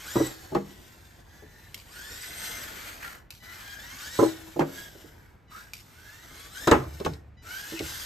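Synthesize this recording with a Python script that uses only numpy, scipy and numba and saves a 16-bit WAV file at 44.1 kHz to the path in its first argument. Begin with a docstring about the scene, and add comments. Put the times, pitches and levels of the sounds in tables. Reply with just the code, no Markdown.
"""Toy buggy on a wooden deck

A small electric buggy laps a deck outdoors: its gears whine and rattle with each burst of throttle, and its speed
controller sings at low throttle. It thumps up a plywood ramp, lands on the boards, later crashes into the ramp
and tumbles: modal wood, noise knocks and plastic cracks. A sprung handset control snaps back now and then.
Random decaying echoes stand for boards and railings; filtered noise is the outdoor rumble."""
import sys
import numpy as np
from scipy import signal
from scipy.fft import rfft, irfft, next_fast_len
from scipy.io import wavfile
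from scipy.ndimage import map_coordinates
from numba import njit

SR = 44100
rng = np.random.default_rng(int(sys.argv[2]) if len(sys.argv) > 2 else 0)


def output_pcm(signal):
    """Save a mono or channel-first signal as 16-bit PCM at the path in sys.argv[1].

    Samples are clipped to [-1, 1] before scaling.
    """
    pcm = np.clip(np.atleast_2d(signal).T, -1, 1) * 32767
    wavfile.write(sys.argv[1], SR, np.round(pcm).astype(np.int16))


N = 355005
CRUISE_HZ = 1000  # reference tooth rate for the speed-dependent levels

# spectrum of loose gearbox parts: (frequency [Hz], relative level [dB])
RATTLE_SPECTRUM = [(900, -5.5), (2000, -5.5), (2500, -1), (3100, 6), (5500, 5.5), (8400, 3.5), (11500, 4),
                   (13500, 3), (15500, -7)]
# spectrum of the buzzing chassis: (frequency [Hz], relative level [dB])
CHASSIS_SPECTRUM = [(400, -66), (800, -0.5), (1150, 2), (1480, 13), (1750, 11), (2100, 8.5), (2600, 0.5),
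                    (4000, -31)]


def amp(db):
    """Decibels to gain."""
    return 10 ** (np.asarray(db) / 20)


def unit(x):
    """Scale to rms 1."""
    return x / np.sqrt(np.mean(x ** 2) + 1e-20)


def along(points, hz):
    """Read (Hz, value) points on a log frequency axis."""
    f, v = np.transpose(points)
    return np.interp(np.log(hz + 1), np.log(f + 1), v)


def wobble(rate_hz):
    """A smooth random curve with rate_hz knots a second."""
    knots = rng.standard_normal(int(N * rate_hz / SR) + 4)
    return map_coordinates(knots, [np.arange(N) * rate_hz / SR])


def filtered(x, response):
    """Multiply the spectrum of x by a response of frequency."""
    n = x.shape[-1]
    m = next_fast_len(n + 8192)
    return irfft(rfft(x, m) * response(np.fft.rfftfreq(m, 1 / SR)), m)[..., :n]


def coloured(x, spectrum):
    """Shape x by a (Hz, dB) spectrum, at rms 1."""
    return unit(filtered(x, lambda hz: amp(along(spectrum, hz))))


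def resonance(hz, centre_hz, width_hz):
    """Response of one resonance, 1 at its centre."""
    return 1j * hz * width_hz / (centre_hz ** 2 - hz ** 2 + 1j * hz * width_hz)


def add(track, s, sound):
    """Mix a sound into the track from time s."""
    part = track[max(round(s * SR), 0):][:len(sound)]
    part += sound[:len(part)]


@njit
def follow(goal, lag_s, start, rate, slip, slip_s):
    """Chase a goal with a varying time constant, slip_s while below both slip and goal."""
    out = np.empty(len(goal))
    for i in range(len(goal)):
        lag = slip_s if start < min(slip, goal[i]) else lag_s[i]
        start += (goal[i] - start) / (1 + lag * rate)
        out[i] = start
    return out


def throttle(coast_s=1, load_s=0.049, unload_s=0.065, slip_hz=620, slip_s=.012):
    """Each squeeze spins the motor up and loads the gears; in between it coasts or brakes."""
    # squeezes: (start [s], end [s], target tooth rate [Hz], spin-up time constant [s],
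    # gearbox load [dB], chassis load [dB], whine load [dB])
    squeezes = [(0, 0.057, 1180, .04, -42, -45.5, -39), (.06, 0.269, 1964, 0.037, -42.5, -49, -37.5),
                (0.539, 0.829, 967, 0.039, -46, -55.5, -48.5), (.84, 1.138, 864, .17, -48.5, -54, -52),
                (1.25, 1.683, 917, 0.18, -45.5, -51, -43.5), (1.852, 2.584, 2115, 0.165, -42, -45.5, -38),
                (2.601, 2.895, 1350, 0.12, -45, -44.5, -51), (3.42, 3.6, 1020, .3, -39.5, -44.5, -42),
                (3.6, 3.78, 814, .05, -39.5, -47.5, -33), (3.78, 4.007, 3300, 1.4, -39.5, -43.5, -36.5),
                (4.007, 4.229, 2261, .11, -39.5, -44.5, -35), (4.656, 4.855, 1693, .07, -42.5, -47, -41),
                (5.495, 5.63, 860, 0.07, -38.5, -42, -41), (5.86, 6.512, 2850, 2.2, -41, -47.5, -39.5),
                (6.512, 6.659, 2150, .13, -38, -44.5, -33.5), (7.418, 7.455, 900, .15, -40, -42, -36),
                (7.455, 7.655, 900, .15, -33.5, -40.5, -28.5), (7.655, 7.77, 1100, .35, -33.5, -41, -35),
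                (7.77, 8.049, 1650, 0.06, -35.5, -43, -41.5)]
    # braking or a hard landing slows the wheels: (start [s], end [s], time constant [s])
    stops = [(3.165, 3.417, .04), (4.591, 4.667, 0.34), (5.078, 5.491, 0.14), (5.678, 5.84, .17),
             (7.141, 7.422, 0.038)]
    t = np.arange(N) / SR
    # unloaded teeth are quieter: gearbox, chassis, whine [dB]
    coast_db = [-50, -53.5, -62]
    state = np.outer([0, coast_s, *coast_db, unload_s], np.ones(N))
    for start, end, *squeeze in squeezes:
        state[:, (t >= start) & (t < end)] = np.array([*squeeze, load_s])[:, None]
    goal_hz, inertia_s, *loads_db, response_s = state
    for start, end, halt_s in stops:
        inertia_s[(t >= start) & (t < end)] = halt_s
    # from rest the wheels spin loose and climb quickly to slip_hz
    tooth_hz = follow(goal_hz, inertia_s, float(CRUISE_HZ), SR, float(slip_hz), slip_s)
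    loads = [follow(amp(db), response_s, float(amp(db[0])), SR, 0.0, 0.0) for db in loads_db]
    return tooth_hz, *loads


def drivetrain(tooth_hz, gearbox_load, chassis_load, whine_load, distance_m,
               lash=0.062, patchy_db=0.89, unsteady_db=1.5, flutter=.015, flutter_hz=110,
               gearbox_power=1, chassis_power=0.33, whine_power=0.3, rattle_db=-1.3, whine_db=-5.3):
    """Meshing teeth give a whine; loose teeth rattle the gearbox and the chassis."""
    # radiation of the tooth harmonics: (frequency [Hz], level [dB])
    radiation = [(600, -24), (1100, -3), (1450, 4), (1650, 6), (2000, 2), (2450, -5), (3100, 2), (4400, -2),
                 (5800, 0), (8200, 4.5), (12000, -10)]
    # tooth harmonics: (multiple of the tooth rate, level [dB], phase blur [rad])
    harmonics = [(1, 0, .27), (2, 0, .38), (3, 0, .48), (4, 0, .52), (5, -10, 1.2), (6, -1, 1.3),
                 (8, -5, 1.6)]
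    pinion_teeth, play_hz, uneven_db = 12, 420, 4
    hard_hz, hard_db_per_octave = 1700, 5

    # board gaps tug at the wheels
    tugged_hz = tooth_hz * (1 + flutter * wobble(flutter_hz))
    phase = 2 * np.pi * np.cumsum(tugged_hz) / SR
    # slow teeth meet softly, which weakens the multiples above the second
    soft_db = hard_db_per_octave * np.log2(np.minimum((tooth_hz + 1) / hard_hz, 1))
    whine = np.zeros(N)
    for k, db, blur in harmonics:
        level_db = db + along(radiation, k * tooth_hz) + soft_db * (k > 2) + uneven_db * wobble(flutter_hz)
        # play between the teeth blurs the higher multiples
        whine += amp(level_db) * np.sin(k * phase + blur * wobble(play_hz))

    # an off-centre pinion presses harder once a turn
    eccentricity = 1 + lash * np.sin(phase / pinion_teeth)
    pressure = eccentricity * amp(patchy_db * wobble(50) + unsteady_db * wobble(14))
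    noise = rng.standard_normal(N) * amp(1.3 * wobble(900))
    speed = tooth_hz / CRUISE_HZ
    gearbox = gearbox_load * speed ** gearbox_power * coloured(noise, RATTLE_SPECTRUM)
    chassis = chassis_load * speed ** chassis_power * coloured(noise, CHASSIS_SPECTRUM)
    mesh = whine_load * speed ** whine_power * unit(whine)
    return pressure * (amp(rattle_db) * (gearbox + chassis) + amp(whine_db) * mesh) / distance_m


def controller(chop_hz=990.5, fade_s=0.0099):
    """The chopped motor current makes the windings sing at a fixed pitch."""
    # part throttle: (start [s], end [s], level [dB])
    spells = [(1.293, 1.723, -68.5), (3.395, 3.543, -58), (5.473, 5.533, -63), (7.367, 7.437, -60.5)]
    # harmonics of the chopping: (multiple, relative level [dB])
    harmonics = [(2, 0), (3, -8), (4, -6), (5, -13), (6, -17), (7, -17)]
    t = np.arange(N) / SR
    level = sum(amp(db) * np.clip(np.minimum(t - start, end - t) / fade_s, 0, 1)
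                for start, end, db in spells)
    tone = sum(amp(db + 2.2 * wobble(30)) * np.sin(2 * np.pi * k * chop_hz * t) for k, db in harmonics)
    return level * unit(tone)


def growl(start_s=5.562, level_db=-47, pitch_hz=1310, rise_hz_per_s=2600, length_s=0.039, blur_rad=1.5):
    """Pulling away from rest, the straining gears give a rough, rising growl."""
    t = np.arange(N) / SR - start_s  # start_s is the loudest moment
    phase = 2 * np.pi * (pitch_hz * t + rise_hz_per_s * t ** 2 / 2) + blur_rad * wobble(450)
    return amp(level_db + 5.1 * wobble(200)) * np.exp(-(t / length_s) ** 2) * np.sin(phase)


def tyres(tooth_hz, distance_m, bumps_db=3, drum_db=-52, drum_power=0.29, drum_spread=0.79,
          tread_db=-60, tread_power=1.1):
    """Wheels drum over the board gaps, louder when fast and near, and the tread slaps at speed."""
    # drumming: (frequency [Hz], relative level [dB])
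    drum_spectrum = [(25, 2), (70, 15.5), (130, 4), (330, 5.5), (500, -6.5), (900, -0.5), (1800, -29)]
    # tread slapping the wood: (frequency [Hz], relative level [dB])
    tread_spectrum = [(200, -17), (450, 2.5), (650, 1), (900, -15.5), (1500, -19)]
    speed = tooth_hz / CRUISE_HZ
    jolts = rng.standard_normal(N) * amp(bumps_db * wobble(35))
    # the boards carry the drumming, so it fades less with distance
    drum_level = amp(drum_db) * speed ** drum_power / distance_m ** drum_spread
    tread_level = amp(tread_db) * speed ** tread_power / distance_m
    return drum_level * coloured(jolts, drum_spectrum) + tread_level * coloured(jolts, tread_spectrum)


def skids(judder_db=3.0):
    """Tyres scrub sideways, and each skid swells and fades as a judder of chassis and gearbox."""
    # tight turns: (centre [s], half-width to 1/e^2 [s], chassis level [dB], gearbox level [dB])
    turns = [(3.039, 0.042, -44, -51), (3.099, 0.11, -50, -54.5)]
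    t = np.arange(N) / SR
    scrub = rng.standard_normal(N) * amp(judder_db * wobble(150))
    chassis, gearbox = coloured(scrub, CHASSIS_SPECTRUM), coloured(scrub, RATTLE_SPECTRUM)
    return sum(np.exp(-2 * ((t - s) / width_s) ** 2)
               * (amp(chassis_db) * chassis + amp(gearbox_db) * gearbox)
               for s, width_s, chassis_db, gearbox_db in turns)


def squeak(centre_s=7.784, level_db=-41, pitch_hz=2450, fall_hz_per_s=16000, length_s=0.026, rough=0.064):
    """A tyre catches the ramp's lip: rubber sticks and slips in one short, rough, falling chirp."""
    t = np.arange(N) / SR - centre_s
    hz = (pitch_hz - fall_hz_per_s * t) * (1 + rough * wobble(900))
    return amp(level_db) * np.exp(-(t / length_s) ** 2) * np.sin(2 * np.pi * np.cumsum(hz) / SR)


def plastic(crack_t60=0.018, shake_db=-15, shake_t60=0.22, crest_db=3, panel_db=11, panel_width_hz=900):
    """Sharp cracks ring the struck panel and shake the whole body shell."""
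    # hard contacts: (time [s], nominal peak [dB], panel pitch [Hz])
    contacts = [(0.5489, -32, 3820), (3.028, -36, 1800), (4.594, -27.5, 1980), (6.6731, -20, 6900),
                (6.682, -24, 3500), (6.713, -18.5, 7000), (7.001, -37, 4030), (7.0486, -25, 3040),
                (7.06, -31, 6360), (7.136, -41.5, 4530), (7.792, -28, 2900)]
    shell = [(700, -48), (1700, 1.5), (2300, 5.5), (3800, 2.0), (5800, 0.0), (9000, -4.0), (15000, -11.0)]  # (Hz, dB)
    track, t = np.zeros(N), np.arange(SR // 2) / SR
    for s, db, panel_hz in contacts:
        shake = coloured(rng.standard_normal(len(t)), shell)
        crack = unit(filtered(shake, lambda hz: 1 + amp(panel_db) * resonance(hz, panel_hz, panel_width_hz)))
        body = crack * amp(-60 * t / crack_t60) + shake * amp(shake_db - 60 * t / shake_t60)
        add(track, s, amp(db - crest_db) * body)
    return track


def blows(hits, modes, t60, rise_s, tail_db, tail_t60, detune, crest_db=23, clatter_db=0.5):
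    """Each blow rings the wood's main modes and a crowd of brief ones, dulled by a low-pass."""
    # the crowd of brief modes: (frequency [Hz], relative level [dB])
    boards = [(30, -33.5), (65, -3), (200, -1), (330, 8), (700, -3.5), (1300, -4.5), (2400, -15),
              (5000, -23), (15000, -3.5)]
    track, t = np.zeros(N), np.arange(SR * 3 // 4) / SR
    knots_s = t[::SR // 160]
    for s, db, bright_hz, ring_db in hits:
        ring = np.zeros(len(t))
        for hz, level_db, life_s in modes:
            # each blow rings at slightly different pitches
            spot_hz = hz * (1 + detune * rng.normal())
            decay = amp(level_db + rng.normal(0, 2.5) - 60 * t / life_s)
            ring += decay * np.sin(2 * np.pi * (spot_hz * t + rng.random()))
        # loose parts clatter unevenly while the shock spreads through the joists and lingers there
        uneven = np.interp(t, knots_s, rng.standard_normal(len(knots_s)))
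        clatter = rng.standard_normal(len(t)) * amp(clatter_db * uneven)
        crowd = coloured(clatter, boards) * (amp(-60 * t / t60) + amp(tail_db - 60 * t / tail_t60))
        knock = (amp(ring_db) * unit(ring) + unit(crowd)) * (1 - np.exp(-t / rise_s))
        knock = signal.lfilter(*signal.butter(2, min(bright_hz, SR / 4), fs=SR), knock)
        add(track, s, amp(db - crest_db) * unit(knock))
    return track


def ramp():
    """Blows make the plywood ramp ring."""
    # blows: (time [s], nominal peak [dB], contact low-pass [Hz], ring level [dB])
    hits = [(.154, -11, 836, -7.5), (.196, -11.5, 706, -6.5), (4.188, -8, 980, -4.5),
            (4.222, -5.5, 1020, -1), (6.672, -9, 1783, -17), (6.712, -3, 2250, -8), (7.718, -27, 335, -4),
            (7.799, -24, 527, -11.5)]
    # resonances: (frequency [Hz], level [dB], t60 [s])
    modes = [(124.2, -14, 0.25), (323.3, 1, 0.18), (323, -32, 0.99), (345.4, -2, 0.14), (388.7, -5.5, 0.14),
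             (451, 0, 0.066), (566.4, 1, 0.073), (841, -9, 0.14), (1012, -7, 0.082)]
    return blows(hits, modes, t60=0.073, rise_s=0.012, tail_db=-18.0, tail_t60=0.31, detune=0.0084)


def deck(bump_hz=430, bump_ring_db=-12):
    """Wheels land on the boards one after another or drop into gaps, and the deck rings."""
    # landings: (time [s], nominal peak [dB], contact low-pass [Hz], ring level [dB])
    landings = [(.519, -23, 538, -4), (.548, -13.5, 980, -6), (.561, -17.5, 1080, -8),
                (1.422, -39.5, 503, -10), (4.559, -24, 570, -5), (4.591, -13.5, 920, -11.5),
                (4.604, -16, 2040, -18), (7, -26, 675, -25), (7.046, -25, 1395, -7), (7.06, -19, 980, -10)]
    # soft rubber dropping into board gaps: (time [s], nominal peak [dB])
    bumps = [(4.949, -43), (5.04, -41)]
    # resonances: (frequency [Hz], level [dB], t60 [s])
    modes = [(155.7, 0.5, 0.31), (190.7, -6.5, 0.4), (278, -7, 0.5), (351, -16, 0.82), (379, 9.5, 0.17),
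             (450, -6, 0.31), (624, 3.5, 0.12), (829, 5.5, 0.084)]
    hits = list(landings) + [(s, db, bump_hz, bump_ring_db) for s, db in bumps]
    return blows(hits, modes, t60=0.093, rise_s=0.0036, tail_db=-27.0, tail_t60=0.67, detune=0.0391)


def joists(swing_hz=73, t60=1.5, thud_db=5, thud_t60=0.66):
    """Heavy blows swing the deck on its joists: a dull thud and a slow low ring."""
    # heavy blows: (time [s], level [dB])
    swings = [(6.713, -31.5), (7.06, -40), (7.802, -45.5)]
    thud_spectrum = [(30, -3.5), (60, 14.0), (150, 12.0), (300, -42)]  # (Hz, dB)
    track, t = np.zeros(N), np.arange(SR * 3 // 2) / SR
    for s, db in swings:
        ring = np.sin(2 * np.pi * swing_hz * t) * amp(-60 * t / t60)
        thud = coloured(rng.standard_normal(len(t)), thud_spectrum) * amp(thud_db - 60 * t / thud_t60)
        add(track, s, amp(db) * (ring + thud) * (1 - np.exp(-t / 0.0029)))
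    return track


def knocks(t60=0.043, rise_s=.0012, width_hz=650, crest_db=6):
    """The bare chassis meets the wood with a short, hollow knock."""
    # chassis strikes: (time [s], nominal peak [dB], pitch [Hz])
    strikes = [(.5505, -17.5, 830), (6.675, -9, 1200), (6.715, -5.5, 1160), (7.0615, -15, 860)]
    track, t = np.zeros(N), np.arange(SR // 5) / SR
    for s, db, centre_hz in strikes:
        noise = rng.standard_normal(len(t))
        knock = unit(filtered(noise, lambda hz: resonance(hz, centre_hz, width_hz) ** 2))
        add(track, s, amp(db - crest_db - 60 * t / t60) * (1 - np.exp(-t / rise_s)) * knock)
    return track


def snaps(flight_s=0.018, shrink=.82, bounce_db=-11, loss_db=1.2, t60=.024,
          tick_db=0, tick_t60=.034, spring_db=-19, spring_t60=1.0):
    """A sprung handset control snaps back and bounces ever faster, ringing its case as the spring rasps."""
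    # releases: (time [s], level [dB])
    releases = [(1.7443, -36), (3.3052, -38), (5.7345, -35)]
    # case modes: (frequency [Hz], relative level [dB])
    case_modes = [(2300, 1.5), (2750, 2), (4200, -3), (5050, 1)]
    track, t = np.zeros(N), np.arange(SR // 2) / SR
    hiss = lambda: coloured(rng.standard_normal(len(t)), RATTLE_SPECTRUM)
    for s, db in releases:
        add(track, s, amp(db + spring_db - 60 * t / spring_t60) * hiss())
        for k in range(8):
            ring = unit(sum(amp(level_db) * np.sin(2 * np.pi * (hz * (1 + 0.064 * rng.normal()) * t + rng.random()))
                            for hz, level_db in case_modes))
            contact = ring * amp(-60 * t / t60) + hiss() * amp(tick_db - 60 * t / tick_t60)
            weaker_db = (bounce_db + 2 * rng.normal()) * (k > 0) - loss_db * k
            bounce_s = s + flight_s * np.sum(shrink ** np.arange(k))
            add(track, bounce_s, amp(db + weaker_db) * contact)
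    return track


def echoes(near_db, far_db, near_t60=0.036):
    """Boards and posts scatter the sound at once; railings and house wall answer a little longer."""
    # decay of the longer answer: (frequency [Hz], t60 [s])
    railings = [(100, 0.69), (400, 0.46), (2000, 0.088), (12000, 0.006)]
    hz, t, z = signal.stft(rng.standard_normal((2, SR // 3)), SR, nperseg=256)
    answer = 0
    for db, t60 in [(near_db, near_t60), (far_db, along(railings, hz)[:, None])]:
        tail = signal.istft(z * amp(-60 * t / t60), SR, nperseg=256)[1]
        answer = answer + amp(db) * tail / np.linalg.norm(tail[0])
    return answer


def surroundings(x, near_db, far_db):
    """The direct sound plus echoes that crossfade to a new random pattern every 0.2 s."""
    left, right = np.zeros((2, N))
    hop = SR // 5
    fade = np.sqrt(np.hanning(2 * hop))
    for start in range(0, N, hop):
        piece = x[start:start + 2 * hop]
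        for track, answer in zip((left, right), echoes(near_db, far_db)):
            add(track, start / SR, signal.fftconvolve(piece * fade[:len(piece)], answer))
    # long waves reach both ports alike and pass between the posts; the treble comes mostly direct
    side = filtered((left - right) / 2, lambda hz: (hz / np.hypot(hz, 370)) ** 2 / np.hypot(1, (hz / 6500) ** 2))
    mid = filtered((left + right) / 2, lambda hz: amp(-1.0) * hz / np.hypot(hz, 1200))
    return np.array([x + mid + side, x + mid - side])


def air(level_db=-56, side_db=-12):
    """Distant outdoor rumble, nearly alike in both ears."""
    # rumble: (frequency [Hz], relative level [dB])
    rumble = [(24, -50), (40, 5.5), (62, 2.5), (90, 5), (250, -12), (600, -19.5), (1600, -23.5),
              (3000, -30.5), (15000, -59)]
    mid, side = coloured(rng.standard_normal((2, N)), rumble)
    return amp(level_db) * np.array([mid + amp(side_db) * side, mid - amp(side_db) * side])


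def scene():
    """The buggy, its knocks on the wood, the handset and the outdoor air."""
    # two laps, out over the ramp and back: (time [s], distance [m])
    path = [(0, 1.68), (.22, 1.6), (.45, 3.23), (1, 3.17), (1.5, 5), (2, 3.5), (2.55, 1.55), (2.8, 1.53),
            (3.3, 1.98), (4, 2.95), (4.22, 1.74), (4.5, 2.77), (5.3, 3), (5.9, 4.66), (6.35, 3.36),
            (6.7, 3.84), (7.2, 2.24), (8.05, 2.58)]
    path_s, path_m = np.transpose(path)
    distance_m = np.maximum(np.interp(np.arange(N) / SR, path_s, path_m), .5)
    tooth_hz, *loads = throttle()
    buggy = drivetrain(tooth_hz, *loads, distance_m) + controller() + growl()
    buggy += tyres(tooth_hz, distance_m) + skids() + squeak() + plastic()
    wood = ramp() + deck() + joists() + knocks()
    balance = amp([[.3], [-.3]])  # slightly left
    near_sound = balance * surroundings(buggy + snaps(), near_db=-13.0, far_db=-4.0)
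    return near_sound + surroundings(wood, near_db=0.5, far_db=-22.5) + air()


def record(dry, top_hz=15300):
    """The two microphone ports fall out of step in the treble; then a band limit."""
    # lag of the left port: (frequency [Hz], lag [turns])
    port_lag = [(7400, 0), (8700, .22), (9400, .46), (10400, .54), (12200, 1), (13700, 1), (15300, 1.5)]
    # half the lag on each side
    lag = lambda hz: np.exp(-1j * np.pi * along(port_lag, hz) * np.array([[1], [-1]]))
    return filtered(dry, lambda hz: lag(hz) * (hz < top_hz))


dry = scene()
out = record(dry)
output_pcm(out)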